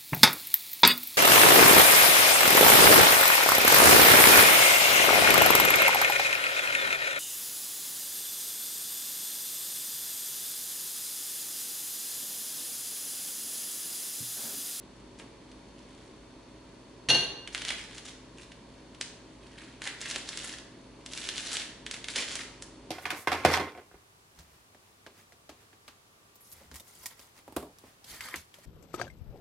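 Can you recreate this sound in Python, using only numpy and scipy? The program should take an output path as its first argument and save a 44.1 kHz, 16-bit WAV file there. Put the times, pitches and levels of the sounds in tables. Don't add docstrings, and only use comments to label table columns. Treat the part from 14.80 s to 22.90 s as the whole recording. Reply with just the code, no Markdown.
import sys
import numpy as np
from scipy import signal
from scipy.fft import rfft, irfft, next_fast_len
from scipy.io import wavfile
from scipy.ndimage import map_coordinates

SR = 44100
rng = np.random.default_rng(int(sys.argv[2]) if len(sys.argv) > 2 else 0)


def materialize(psi):
    bounded = np.clip(np.atleast_2d(psi).T, -1, 1)
    quanta = np.round(bounded * 32767).astype(np.int16)
    wavfile.write(sys.argv[1], SR, quanta)


N = 357385
TOP_HZ = 11050

# start_s, ring_db, favoured_hz, thump_db
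CONTACTS = [(2.2876, -19.5, 4900, -24.5), (2.2923, -27.5, 6200, -31.5), (2.2954, -18.5, 4370, -29),
            (2.3019, -18, 2800, -24.5), (2.3125, -28, 4200, -21), (2.326, -36.5, 1680, -22.5),
            (2.3455, -21, 4300, -24)]
# pitch_hz, level_db, t60_s
CLINK_MODES = [(1565, -10, 0.23), (2813, -2.5, 0.25), (2920, -8, 0.054), (3080, -32, .15),
               (3292, -15, 0.27), (3860, -16, 0.24), (4260, -6, 0.14), (4334, -4.5, 0.18), (4600, -21, .15),
               (6190, -7, 0.12), (9470, -16, .12), (10430, -14, .12)]
# freq_hz, level_db
CLASH_SPECTRUM = [(800, -15.5), (1250, -13.5), (1600, -5.5), (2400, -7), (3500, 0.5), (4500, 1.5),
                  (5000, -20), (5700, -4.5), (6900, -10.5), (8000, -22), (10700, -13.5)]
# pitch_hz, level_db, t60_s
COUNTER_MODES = [(135.4, -9, 0.33), (217, -17, 0.17), (310, -12, 0.081), (350, -8.5, 0.12),
                 (493, -5.5, 0.13), (678, -8, 0.13), (850, -12, .1)]
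# freq_hz, level_db
THUD_SPECTRUM = [(60, -29), (125, -1), (230, -4.5), (380, -2), (550, -7.5), (950, -7), (1300, -19.5),
                 (2500, -38)]
# start_s, energy_db, pitch_hz
SNAPS = [(0.3974, -22.5, 2120), (0.7157, -29.5, 3430), (2.675, -13.5, 2700), (2.748, -5, 2140),
         (2.778, -13.5, 2970), (2.8191, -11, 3032), (2.8498, -10.5, 3400), (2.8832, -9.5, 3400),
         (3.181, -16.5, 4000), (3.7184, -24, 2980), (4.1473, -27, 3000), (4.212, -5, 4600),
         (5.019, -12, 2000), (5.0747, -7, 2500), (5.214, -13.5, 6270), (5.3004, -11, 5570),
         (5.3114, -9.5, 5370), (5.3603, -7.5, 3132), (5.49, -9.5, 5100), (5.5737, -9.5, 5400),
         (5.7847, -20.5, 4230), (6.2616, -15, 4970), (6.335, -12, 4475), (6.3755, -11.5, 5107),
         (6.489, -6, 3486), (6.58, -9, 4170), (6.7305, -10, 5460), (6.7553, -10, 3497),
         (6.7693, -6.5, 3997), (6.8173, -13.5, 2900), (7.0643, -10.5, 3000), (7.1118, -9, 4824),
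         (7.1409, -12, 3206), (7.2427, -12.5, 3540), (7.285, -8.5, 2907), (7.3596, -5, 3600),
         (7.5546, -8.5, 6845), (7.823, -15, 7120)]
# freq_hz, level_db
FILM_SPECTRUM = [(120, -33.5), (250, -11.5), (420, -8.5), (800, -9.5), (1160, -9.5), (1680, -2), (2400, -5),
                 (3300, -4), (5000, -8), (7400, -8), (11000, -12.5)]
# start_s, crackle_db, hold_s
GRIPS = [(0.394, -55, .02), (.95, -66, .35), (2.73, -47, .17), (2.883, -34, .022), (2.98, -49, .065),
         (3.115, -49, .065), (3.262, -42.5, .022), (3.584, -52.5, 0.043), (4.62, -61, .32),
         (4.785, -53, .04), (5.045, -39, .035), (5.214, -42, .18), (5.47, -46.5, 0.28), (5.62, -40.5, .04),
         (6.315, -42.5, .52), (6.649, -41, .13), (7.137, -44, 0.022), (7.291, -41, 0.014),
         (7.364, -32.5, 0.058), (7.479, -41.5, 0.14)]
# time_s, pitch_hz
CRACKLE_PITCH = [(2.75, 3580), (3.2, 4400), (5.07, 3300), (5.4, 5060), (6.6, 5050), (6.85, 4180),
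                 (7.4, 4400)]
# start_s, level_db, length_s
CRUSHES = [(0.379, -52.5, 0.062), (2.871, -54, 0.096), (5.354, -41, 0.018), (7.349, -41.5, 0.068)]
# freq_hz, level_db
POUCH_SPECTRUM = [(70, -48), (180, -16), (290, 2.5), (470, -1.5), (900, -5.5), (1500, -10), (4000, -25)]
# freq_hz, t60_s
ROOM_DECAY = [(150, 0.46), (600, 1), (2500, 0.62), (5000, 0.6), (10000, 0.44)]
# freq_hz, coherence
COHERENCE = [(60, 0.97), (300, 0.93), (800, 0.43), (2000, 0.71), (4800, 0.01), (11000, 0)]
# freq_hz, level_db
AIR_SPECTRUM = [(20, -23), (40, -10.5), (54, -3.5), (80, -10), (120, -6.5), (180, -4.5), (270, -3),
                (400, -4.5), (560, -11.5), (760, -15.5), (1000, -11.5), (1300, -19.5), (4300, -23.5),
                (11000, -34.5)]
# pitch_hz, level_db
MOTOR_TONES = [(53.8, -62.5), (119, -64.5), (258, -62), (312, -65.5), (565, -67), (662, -71.5),
               (937, -74.5), (3564, -79.5), (4360, -78.5), (4414, -74.5), (6250, -82)]


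def spoon_clink(clash_db=-3, clash_t60_s=.059, off_centre_db=10, width_hz=9):
    out, t = np.zeros(N), np.arange(SR * 3 // 4) / SR
    mode_hz = np.transpose(CLINK_MODES)[0]
    blows_db = []
    for start_s, ring_db, favoured_hz, _ in CONTACTS:
        octaves = np.abs(np.log2(mode_hz / favoured_hz))
        blows_db.append(ring_db - off_centre_db * np.tanh(2 * octaves))
        clash = rng.standard_normal(len(t)) * amp(ring_db + clash_db - 60 * t / clash_t60_s)
        add(out, start_s, coloured(clash, CLASH_SPECTRUM))
    add(out, CONTACTS[0][0], struck_modes(CLINK_MODES, blows_db, t, width_hz))
    return out


def counter_thump(modes_db=-9, thud_db=-2, rise_s=.0048, thud_t60_s=.082, width_hz=4.5):
    out, t = np.zeros(N), np.arange(SR * 3 // 4) / SR
    blows_db = []
    for start_s, _, _, thump_db in CONTACTS:
        blows_db.append(np.array([thump_db + modes_db]))
        knock = amp(thump_db + thud_db - 60 * t / thud_t60_s) * (1 - np.exp(-t / rise_s))
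        add(out, start_s, coloured(rng.standard_normal(len(t)) * knock, THUD_SPECTRUM))
    add(out, CONTACTS[0][0], struck_modes(COUNTER_MODES, blows_db, t, width_hz))
    return out


def struck_modes(modes, blows_db, t, width_hz):
    hz, level_db, t60_s = np.transpose(modes)[:, :, None]
    energy = 0
    for contact, blow_db in zip(CONTACTS, blows_db):
        age_s = CONTACTS[0][0] + t - contact[0]
        energy += (age_s >= 0) * amp(level_db + blow_db[:, None] - 60 * np.abs(age_s) / t60_s) ** 2
    wander = np.cumsum(rng.standard_normal((len(hz), len(t))), 1) * np.sqrt(2 * np.pi * width_hz / SR)
    return (np.sqrt(energy) * np.sin(2 * np.pi * hz * t + wander)).sum(0)


def bag_snaps(focus_db=9, focus_octaves=.99, flutter_s=.0015, flutter_s_per_db=.00012):
    out, t = np.zeros(N), np.arange(SR // 30) / SR
    film_hz, film_db = np.transpose(FILM_SPECTRUM)
    hardest_db = max(db for _, db, _ in SNAPS)
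    for start_s, energy_db, pitch_hz in SNAPS:
        life_s = flutter_s + flutter_s_per_db * (hardest_db - energy_db)
        spectrum = rfft(rng.standard_normal(len(t)) * np.exp(-t / life_s), 2 * len(t))
        flutter = np.roll(irfft(spectrum / np.abs(spectrum) ** .6), len(t))
        panel_db = focus_db * np.exp(-(np.log2(film_hz / pitch_hz) / focus_octaves) ** 2)
        snap = coloured(flutter, np.c_[film_hz, film_db + panel_db])
        snap = filtered(snap, lambda hz: hz < TOP_HZ)
        add(out, start_s - len(t) / SR, amp(energy_db) * snap / np.linalg.norm(snap))
    return out


def bag_crackle(gain_db=-1, creases_per_s=900, spread_db=2.5, decay_cycles=1.67, clump_db=5, clump_hz=130):
    level = grip_strength()
    density_per_s = creases_per_s * np.sqrt(level / amp(-40))
    level = level * unit(amp(clump_db * np.tanh(wobble(clump_hz))))
    starts = np.flatnonzero(rng.random(N) < density_per_s / SR)
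    size, detune, polarity = np.clip(rng.standard_normal((len(starts), 3)), -2, 2).T
    gain = unit(amp(spread_db * size)) * np.sign(polarity)
    gain *= level[starts] * np.sqrt(SR / density_per_s[starts])
    panel_hz = np.interp(np.arange(N) / SR, *np.transpose(CRACKLE_PITCH))
    panel_hz *= np.exp(.33 * wobble(clump_hz / 2))
    crease_hz = np.clip(panel_hz[starts] * np.exp(.39 * detune), 500, TOP_HZ)
    offsets = np.arange(SR // 200)
    cycles = crease_hz[:, None] * offsets / SR
    grains = np.cos(2 * np.pi * cycles) * np.exp(-cycles / decay_cycles)
    grains /= np.linalg.norm(grains, axis=1, keepdims=True)
    grains[:, 0] += .99
    creases = np.bincount((starts[:, None] + offsets).ravel(), (gain[:, None] * grains).ravel(), N)[:N]
    sliding = .5 * level * rng.standard_normal(N)
    film = filtered(coloured(creases + sliding, FILM_SPECTRUM), lambda hz: hz < TOP_HZ)
    return amp(gain_db) * unit(film) * np.sqrt(np.mean(level ** 2))


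def grip_strength(held_db=-73, press_s=.014, release_s=.016, settle_db=-17, settle_s=.075):
    t = np.arange(N) / SR
    power = np.full(N, amp(held_db) ** 2)
    for start_s, crackle_db, hold_s in GRIPS:
        before_s, after_s = np.maximum(start_s - t, 0), np.maximum(t - start_s - hold_s, 0)
        letting_go = np.maximum(np.exp(-after_s / release_s), amp(settle_db) * np.exp(-after_s / settle_s))
        power += (amp(crackle_db) * np.exp(-before_s / press_s) * letting_go) ** 2
    return np.sqrt(power)


def bag_crushes():
    out = np.zeros(N)
    for start_s, level_db, length_s in CRUSHES:
        swell = np.sqrt(np.abs(np.hanning(round(length_s * SR))))
        add(out, start_s, amp(level_db) * swell * rng.standard_normal(len(swell)))
    return coloured(out, POUCH_SPECTRUM)


def kitchen(x, wet_db, spans=16):
    out = np.zeros((2, N))
    for span in np.array_split(np.arange(N), spans):
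        if np.abs(x[span]).max() > 1e-6:
            stereo = signal.fftconvolve(x[span][None], room_response(wet_db), axes=1)
            for track, heard in zip(out, stereo):
                add(track, span[0] / SR, heard)
    return out


def room_response(wet_db, treble_db=3, early_db=-9, echoes=9, rise_s=.00048):
    hz, t, noise = signal.stft(rng.standard_normal((2, SR * 3 // 4)), SR, nperseg=256)
    beam_db = treble_db * np.minimum(hz / TOP_HZ, 1)[:, None]
    decay_db = 60 * t / along(ROOM_DECAY, hz)[:, None]
    tail = signal.istft(noise * amp(beam_db - decay_db), SR, nperseg=256)[1]
    tail = diffuse(tail * (1 - np.exp(-np.arange(tail.shape[1]) / SR / rise_s)))
    response = amp(wet_db) * tail / np.linalg.norm(tail[0])
    for delay_s, skew in zip(rng.uniform(.002, .016, echoes), rng.integers(-2, 3, echoes)):
        response[[0, 1], round(delay_s * SR) + np.array([0, skew])] += amp(early_db) / np.sqrt(echoes)
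    response[:, 0] += 1
    return response


def appliances(air_db=-52.5, waver_hz=7):
    air = filtered(rng.standard_normal((2, N)), lambda hz: amp(along(AIR_SPECTRUM, hz)))
    hum, t = np.zeros(N), np.arange(N) / SR
    for hz, level_db in MOTOR_TONES:
        waver_rad = .205 * np.log10(hz) * wobble(waver_hz * np.sqrt(hz / MOTOR_TONES[1][0]))
        hum += amp(level_db) * np.sqrt(2) * np.sin(2 * np.pi * hz * t + waver_rad)
    return amp(air_db) * unit(diffuse(air)) + hum


def diffuse(pair):
    def weights(hz):
        angle = np.arccos(np.clip(along(COHERENCE, hz), -1, 1)) / 2
        return np.array([np.cos(angle), np.sin(angle)])
    mid, side = filtered(pair, weights)
    return np.array([mid + side, mid - side])


def amp(db):
    return 10 ** (np.asarray(db) / 20)


def unit(x):
    return x / np.sqrt(np.mean(x ** 2) + 1e-20)


def along(points, hz):
    freq_hz, values = np.transpose(points)
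    return np.interp(np.log(hz + 1), np.log(freq_hz + 1), values)


def wobble(rate_hz):
    knots = rng.standard_normal(int(N * rate_hz / SR) + 4)
    return map_coordinates(knots, [np.arange(N) * rate_hz / SR])


def filtered(x, response):
    n = x.shape[-1]
    size = next_fast_len(n + SR // 4)
    return irfft(rfft(x, size) * response(np.fft.rfftfreq(size, 1 / SR)), size)[..., :n]


def coloured(x, spectrum, size=1024):
    gain = amp(along(spectrum, np.fft.rfftfreq(size, 1 / SR)))
    cepstrum = irfft(np.log(gain))
    cepstrum[1:size // 2] *= 2
    cepstrum[size // 2 + 1:] = 0
    kernel = irfft(np.exp(rfft(cepstrum)))
    return signal.fftconvolve(x, kernel / np.linalg.norm(kernel))[:len(x)]


def add(track, start_s, sound):
    part = track[max(round(start_s * SR), 0):][:len(sound)]
    part += sound[:len(part)]


def scene():
    spoon = kitchen(spoon_clink(), wet_db=1.5) + kitchen(counter_thump(), wet_db=-2)
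    bag = kitchen(bag_snaps(), wet_db=-2.5) + kitchen(bag_crackle() + bag_crushes(), wet_db=-.5)
    return (spoon + bag) * amp([[-.4], [.1]]) + appliances()


def record(dry):
    return filtered(dry, lambda hz: 1 / np.sqrt(1 + (hz / TOP_HZ) ** 260))


dry = scene()
out = record(dry)
materialize(out)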